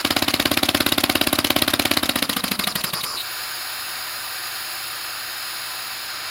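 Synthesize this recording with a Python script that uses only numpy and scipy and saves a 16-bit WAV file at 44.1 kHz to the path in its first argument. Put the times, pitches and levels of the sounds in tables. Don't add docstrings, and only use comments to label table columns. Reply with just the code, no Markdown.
import sys
import numpy as np
from scipy import signal
from scipy.fft import rfft, irfft
from scipy.io import wavfile
from scipy.ndimage import uniform_filter1d

SR = 44100
rng = np.random.default_rng(int(sys.argv[2]) if len(sys.argv) > 2 else 0)


def unload_wav(signal):
    wavfile.write(
        sys.argv[1],
        SR,
        np.round(np.clip(np.atleast_2d(signal).T, -1, 1) * 32767).astype(np.int16),
    )


N = 277830
TIME = np.arange(N) / SR
HZ = np.fft.rfftfreq(N, 1 / SR)


def gain_of(db):
    return np.exp(np.asarray(db) * (np.log(10) / 20))


def evened(x):
    return x / np.sqrt(np.mean(x ** 2) + 1e-20)


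def curve(rows, at, axis=1):
    rows = np.array(rows)
    return np.interp(at, rows[:, 0], rows[:, axis])


def spectrum(points, hz):
    f, value = np.transpose(points)
    return np.interp(np.log(hz + 1), np.log(f), value)


def noise(gain):
    white = rfft(rng.standard_normal(N))
    return evened(irfft(white * gain, N))


def air(points):
    return noise(gain_of(spectrum(points, HZ)))


def wander(rate_hz):
    knots = np.arange(0, N / SR + 1, .5 / rate_hz)
    return evened(np.interp(TIME, knots, rng.standard_normal(N)[:len(knots)]))


def whistle(centre_hz, width_hz):
    r = np.exp(-np.pi * width_hz / SR)
    a, b = signal.lfilter([1], [1, -2 * r, r * r], rng.standard_normal((2, N)))
    angle = 2 * np.pi * np.cumsum(centre_hz) / SR
    return evened(a * np.cos(angle) + b * np.sin(angle))


def ring(x, modes):
    out = np.zeros(N)
    for hz, width, db in modes:
        b, a = signal.iirpeak(hz, hz / width, fs=SR)
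        out += gain_of(db) * signal.lfilter(b, a, x)
    return out


def latest(rows):
    rows = np.array(rows)
    index = np.maximum(np.searchsorted(rows[:, 0], TIME + .003) - 1, 0)
    start, *columns = rows[index].T
    return TIME - start, *columns


# (frequency [Hz], level [dB])
HUM = [(59.2, -72), (118.4, -60.5), (349.9, -60.5)]
# (frequency [Hz], relative density [dB])
RUMBLE = [(20, -45), (50, -5), (100, 4), (160, -9), (250, -0.5), (450, -10), (1000, 2.5), (8000, -36)]


def workshop():
    hum = np.zeros(N)
    for hz, db in HUM:
        hum += gain_of(db) * np.sqrt(2) * np.sin(2 * np.pi * (hz * TIME + rng.random()))
    return hum * gain_of(0.55 * wander(13)) + gain_of(-53) * air(RUMBLE)


# (frequency [Hz], relative density [dB])
RUNNING = [(25, -21), (80, -3), (300, -3), (450, -11), (700, -5), (1300, -2), (2800, -2), (4500, -8),
           (6000, -19), (10500, -17), (16000, -24)]
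STOP_S = 3.04


def running(level_db=-37, flutter_db=3):
    speed = np.clip((STOP_S - TIME) / 0.97, 0, 1) ** 0.81
    return air(RUNNING) * speed * gain_of(level_db + flutter_db * wander(150))


# (frequency [Hz], relative density [dB])
SEEP = [(300, -4), (1100, 2), (3000, -13), (4700, 0), (6000, -10), (8500, -14), (10300, 0), (12500, -3),
        (15500, -7)]
FIRST_S, STALL_S = -.0127, 3.182


def seep(level_db=-42):
    return gain_of(level_db) * air(SEEP) * (TIME < STALL_S)


# (time [s], speed [turns/s])
SPEED = [(0, 17.16), (1.1, 17.19), (1.949, 17.12), (2.221, 14.6), (2.328, 13.94), (2.77, 11.89),
         (3.03, 9.47)]
# (time [s], change of crack [dB])
MUFFLED = [(.512, -18), (1.327, -8), (2.029, -8), (2.155, -17), (2.437, -3.5)]
# (time [s], thump [dB], spray [dB], clack [dB]), all relative
STRENGTH = [(0, -17, -25, -22), (.42, -16.5, -24, -21.5), (.65, -15, -21, -16), (1.05, -16, -19.5, -19),
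            (1.55, -15.7, -19, -16), (2.03, -16.5, -20.8, -17.5), (2.4, -19, -22.3, -19.5),
            (2.8, -23.5, -23, -24.5), (2.93, -25.5, -22, -30), (3.03, -38, -26, -42)]
LIMP_TURNS = .012
LIMP_CRACK_DB, LIMP_CHIRP_DB = -0.6, 5
OPEN_SHARE, LINGER = .512, 2.25
CRACK_DELAY_S = 0.0055
CRACK_DB, CRACK_SAG_DB = -11, -28.5
CHIRP_DB, CHIRP_GROWTH_DB = -28.5, 0.5


def slowness(open_s, power=1.0):
    return (open_s / .03) ** power


def turns(thump_scatter_db=1.0, crack_scatter_db=0.25, spray_scatter_db=0.85, chirp_scatter_db=1.8,
          jitter_s=0.00043):
    clock = np.arange(FIRST_S, STALL_S, 1 / SR)
    angle = np.cumsum(curve(SPEED, clock)) / SR
    number = np.arange(round(np.interp(SPEED[-1][0], clock, angle)) + 1)
    late = number % 2
    start = np.interp(number + LIMP_TURNS * late, angle, clock)
    speed = curve(SPEED, start)
    lost = 1 - speed / SPEED[0][1]
    open_s = (OPEN_SHARE + LINGER * lost ** 2) / speed
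    open_s[-1] = STALL_S - start[-1]
    timing, thump_luck, crack_luck, spray_luck, chirp_luck = rng.standard_normal((len(start), 5)).T
    crack_s = CRACK_DELAY_S * slowness(open_s, power=0.43) + jitter_s * timing
    muffled_db = sum(db * (number == np.argmin(abs(start - s))) for s, db in MUFFLED)
    thump_db = curve(STRENGTH, start) + thump_scatter_db * thump_luck
    crack_db = CRACK_DB + CRACK_SAG_DB * lost + LIMP_CRACK_DB * late
    crack_db = crack_db + muffled_db + crack_scatter_db * crack_luck
    spray_db = curve(STRENGTH, start, axis=2) + spray_scatter_db * spray_luck
    chirp_db = CHIRP_DB + CHIRP_GROWTH_DB * lost + LIMP_CHIRP_DB * late + chirp_scatter_db * chirp_luck
    return np.column_stack([start, open_s, crack_s, thump_db, crack_db, spray_db, chirp_db])


# (frequency [Hz], length at full speed [s], relative level [dB])
SWINGS = [(286, 0.0024, 0.5), (605, 0.0026, -5), (774, 0.0036, -11.5), (1135, 0.0018, -20.5),
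          (1495, 0.0045, -16)]
# (frequency [Hz], width [Hz], relative level [dB])
CASE = [(208, 20, -5), (250, 18, -3), (292, 11, 3.5), (380, 9.3, -2), (540, 10, -3), (592, 12, -7),
        (689, 15, 3), (1065, 70, 16)]
# (frequency [Hz], width [Hz], relative level [dB])
BENCH = [(86.6, 15, -11.5), (117, 52, -10.5)]
# (time [s], blast [dB], open-port hiss [dB], bench shake over the thump [dB]), all relative
CHUFF_LEVELS = [(0, -18.5, -25.5, 7), (1.0, -18.5, -28, 6), (1.95, -17.5, -29, 7), (2.3, -22, -28, 0),
                (2.7, -20.5, -28, 2), (2.95, -29, -26.5, -4), (3.2, -59, -26.5, 10)]


def thump(age, slow, level_db, trough_s=0.003583, centre_s=0.0048, push=0.078, soften=3.0):
    age = np.minimum(age / slow, .02)
    swings = np.zeros(N)
    for hz, length, db in SWINGS:
        gentle = slow ** (-soften * np.log(hz / SWINGS[0][0]))
        swell = gentle * gain_of(level_db + db) * np.exp(-.5 * ((age - centre_s) / length) ** 2)
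        swings -= swell * np.cos(2 * np.pi * hz * (age - trough_s))
    kick_db = level_db + curve(CHUFF_LEVELS, TIME, axis=3)
    kick = gain_of(kick_db) * np.exp(-.5 * ((age - .0035) / 0.0011) ** 2)
    highpass = signal.butter(3, 72, "high", fs=SR, output="sos")
    shake = signal.sosfilt(highpass, ring(kick, BENCH) + push * kick)
    return swings + ring(swings, CASE) + shake


# (time from opening at full speed [s], relative level [dB])
BLAST_SHAPE = [(-.003, -40), (-.0002, -22), (.0012, -5), (.003, 0), (.0058, 0), (.0085, -7), (.013, -18),
               (.022, -40)]
SPRAY_SHAPE = [(-.003, -40), (0, -24), (.0012, -1), (.0035, 0), (.0052, 2), (.0075, -7), (.012, -20),
               (.02, -50)]
# (frequency [Hz], relative density [dB])
BLAST = [(60, -41), (250, -20), (430, -29.5), (680, -2), (880, -7.5), (1150, -3), (2000, -4), (3100, -6.5),
         (3900, -6.5), (4500, -16.5), (5500, -16.5), (7000, -35)]
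SPRAY = [(3000, -2), (5000, -23), (6100, -7), (7000, -6), (8500, -2.5), (10500, 5.5), (11700, 5.5),
         (13000, 3.5), (15000, 2), (16500, -18)]
CRACK = [(300, -41), (900, -30.5), (1500, -7.5), (2200, 0), (2900, 1.5), (3900, 3.5), (4500, 0.5),
         (5400, -13), (7000, -16), (9000, -25)]
CRACK_S = .00112


def chuff(age, slow, crack_s, crack_db, spray_db, grit_db=2):
    blast = air(BLAST) + gain_of(-5) * whistle(3850 * (1 + 0.037 * wander(12)), 440)
    blast *= gain_of(curve(CHUFF_LEVELS, TIME) + curve(BLAST_SHAPE, age / slow))
    spray = evened(air(SPRAY) * gain_of(grit_db * wander(1500)))
    spray *= gain_of(spray_db + curve(SPRAY_SHAPE, age / slow))
    crack = air(CRACK)
    crack /= np.sqrt(uniform_filter1d(crack ** 2, size=130))
    crack *= gain_of(crack_db) * np.exp(-.5 * ((age - crack_s) / (CRACK_S * slow)) ** 2)
    return blast + spray + crack


# (frequency with the gap wide [Hz], width [Hz], relative level [dB])
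WHISTLES = [(1176, 370, -7), (4960, 680, -3.5), (7110, 920, -17.5), (9980, 740, -10.5), (13650, 440, -19)]
# (frequency [Hz], relative density [dB])
PORT = [(150, -7), (600, 2), (900, -7), (1150, 1), (1500, 2), (2700, -0.5), (3500, -4.5), (4300, 3.5),
        (5400, -7), (6100, -21), (7100, -7.5), (8400, -32), (10200, -18), (12500, -13), (15000, -12)]
CHIRP = [(600, -23), (1500, -27), (2500, -11), (3000, -10.5), (3350, -11.5), (3900, 1.5), (4400, -7),
         (5500, -30), (9000, -20.5)]
# (time [s], length [s], relative level [dB])
ROCKING = [(3.211, 0.0089, -25.5)]


def open_port(age, open_s, chirp_db, bend=.15, chirp_s=0.0019, ragged_db=-1.0, waver=.012, build=0.53):
    slow = slowness(open_s)
    gap = np.tanh(3 * np.sin(np.pi * np.clip(age / open_s, 0, 1)))
    tuning = 1 - bend * (1 - gap) + waver * wander(60)
    tones = np.zeros(N)
    for hz, width, db in WHISTLES:
        tones += gain_of(db + ragged_db * wander(70)) * whistle(hz * tuning, width)
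    hiss = air(PORT) * gain_of(-1.0) / slow ** build + tones
    flow = gain_of(curve(CHUFF_LEVELS, TIME, axis=2)) * np.sqrt(abs(gap))
    closing = gain_of(chirp_db) * np.exp(-.5 * ((age - open_s) / (chirp_s * slow)) ** 2)
    for s, length, db in ROCKING:
        closing += gain_of(db) * np.exp(-.5 * ((TIME - s) / length) ** 2)
    return hiss * flow + air(CHIRP) * closing


# (frequency [Hz], width [Hz], relative level [dB])
SQUEEZE = [(2950, 600, -33), (9650, 1100, -39)]


def squeeze(starts, slow, lead_s=0.0011, length_s=0.001):
    coming = starts[np.minimum(np.searchsorted(starts, TIME), len(starts) - 1)]
    wait = coming - TIME
    swell = np.exp(-.5 * np.clip((wait / slow - lead_s) / length_s, -10, 10) ** 2)
    squeak = np.zeros(N)
    for hz, width, db in SQUEEZE:
        squeak += gain_of(db) * whistle(hz * (1 + .02 * wander(13)), width)
    return swell * squeak


# (frequency [Hz], relative density [dB])
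CLACK = [(200, -26), (600, 10.5), (1200, -1), (2800, 11.5), (4500, 5), (6500, 5), (8500, -3), (11000, 7),
         (13000, -3), (16000, -2)]
CLACK_LEAD_S = .0035


def clacks(strokes, ring_s=0.004, rebound_s=0.0053, rebound=0.75, knock_hz=290, knock_s=0.0044,
           scatter_db=1.4):
    start, open_s = strokes[1::2, :2].T
    peak_db = curve(STRENGTH, start, axis=3) + scatter_db * rng.standard_normal(len(start))
    age, level_db = latest(np.column_stack([start + open_s - CLACK_LEAD_S, peak_db]))
    strike = np.zeros(N)
    for s, size in [(0, 1), (rebound_s, rebound)]:
        strike += size * (age > s) * np.exp(-abs(age - s) / ring_s)
    knock = -np.sin(2 * np.pi * knock_hz * age) * (age > 0) * np.exp(-abs(age) / knock_s)
    return gain_of(level_db) * (gain_of(-3.0) * air(CLACK) * strike + gain_of(-6.5) * knock)


# (frequency [Hz], half width [Hz], relative level [dB])
LEAK = [(650, 83, -16), (774, 120, -8), (1015, 16, -4), (1218, 28, -1.5), (1533, 475, -2.13),
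        (1780, 12, -0.5), (2300, 180, -7.5), (2650, 120, -6.5), (2900, 800, -8), (3716, 120, -3.5),
        (4183, 170, -1), (4605, 88, -3), (4806, 88, -1), (5036, 78, -1), (5255, 262, -6.5),
        (6640, 65, -5.5), (6930, 140, -11.5), (7350, 790, -16), (9220, 410, -15), (10020, 150, -14),
        (10360, 79, -3), (10820, 220, -7), (11400, 168, -12.5), (11808, 993, -16), (13700, 128, -4.5),
        (13916, 376, -24), (15000, 401, -9.5), (15264, 196, -10.5)]
# (time [s], relative level [dB], relative treble [dB])
LEAK_LEVEL = [(3.14, -55, -4), (3.2, -33, 5), (3.26, -29, 0), (3.36, -28.5, 1), (4.0, -29, 1.5),
              (4.7, -29, 1.5), (5.2, -29.5, 0.5), (5.45, -29, 1), (5.9, -29, 0), (6.1, -29, -2.5),
              (6.3, -28.5, -3.5)]


def leak(flutter_db=0.16):
    power = np.zeros(len(HZ))
    for hz, width, db in LEAK:
        power += gain_of(db) ** 2 / (1 + ((HZ - hz) / width) ** 2) ** 2
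    hiss = noise(np.sqrt(power))
    treble = irfft(rfft(hiss) * np.clip((HZ - 6000) / 4000, 0, 1), N)
    hiss += treble * (gain_of(curve(LEAK_LEVEL, TIME, axis=2)) - 1)
    level = gain_of(curve(LEAK_LEVEL, TIME) + flutter_db * wander(24))
    return hiss * level * (TIME > LEAK_LEVEL[0][0])


# (delay [s], relative level [dB])
REFLECTIONS = [(.0068, -10.5), (0.0127, -13), (0.0137, -21)]


def nearby(x):
    return sum(gain_of(db) * np.interp(TIME - delay, TIME, x, left=0) for delay, db in REFLECTIONS)


# (frequency [Hz], time to fall by 60 dB [s])
ROOM = [(100, 0.41), (300, 0.7), (1000, 0.29), (3000, 0.06), (8000, 0.23), (16000, 0.04)]


def room(x, build_s=0.0028):
    taps = rng.choice([-1., 1.], SR // 2) * (rng.random(SR // 2) < .15)
    hz, t, bands = signal.stft(taps, SR, nperseg=256)
    decay = gain_of(-60 * t / spectrum(ROOM, hz)[:, None])
    tail = signal.istft(bands * decay, SR, nperseg=256)[1]
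    tail *= 1 - np.exp(-(TIME[:len(tail)] / build_s) ** 2)
    return signal.fftconvolve(x, tail / np.linalg.norm(tail))[:N]


def scene():
    strokes = turns()
    age, open_s, crack_s, thump_db, crack_db, spray_db, chirp_db = latest(strokes)
    slow = slowness(open_s, power=0.64)
    low = thump(age, np.minimum(slow, 1.85), thump_db)
    sharp = chuff(age, slow, crack_s, crack_db, spray_db) + clacks(strokes)
    hiss = open_port(age, open_s, chirp_db) + squeeze(strokes[:, 0], slow) + seep() + leak()
    into_room = gain_of(-19) * low + gain_of(-15.5) * sharp + gain_of(-13.5) * hiss
    echo = nearby(gain_of(-8.5) * sharp) + room(into_room)
    return (low + sharp + gain_of(-0.96) * hiss + running() + echo + workshop())[None]


def record(dry):
    lowpass = signal.firwin(401, 16000, window=("kaiser", 8), fs=SR)
    return signal.oaconvolve(np.clip(dry, -1, 1), lowpass[None], "same")


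dry = scene()
out = record(dry)
unload_wav(out)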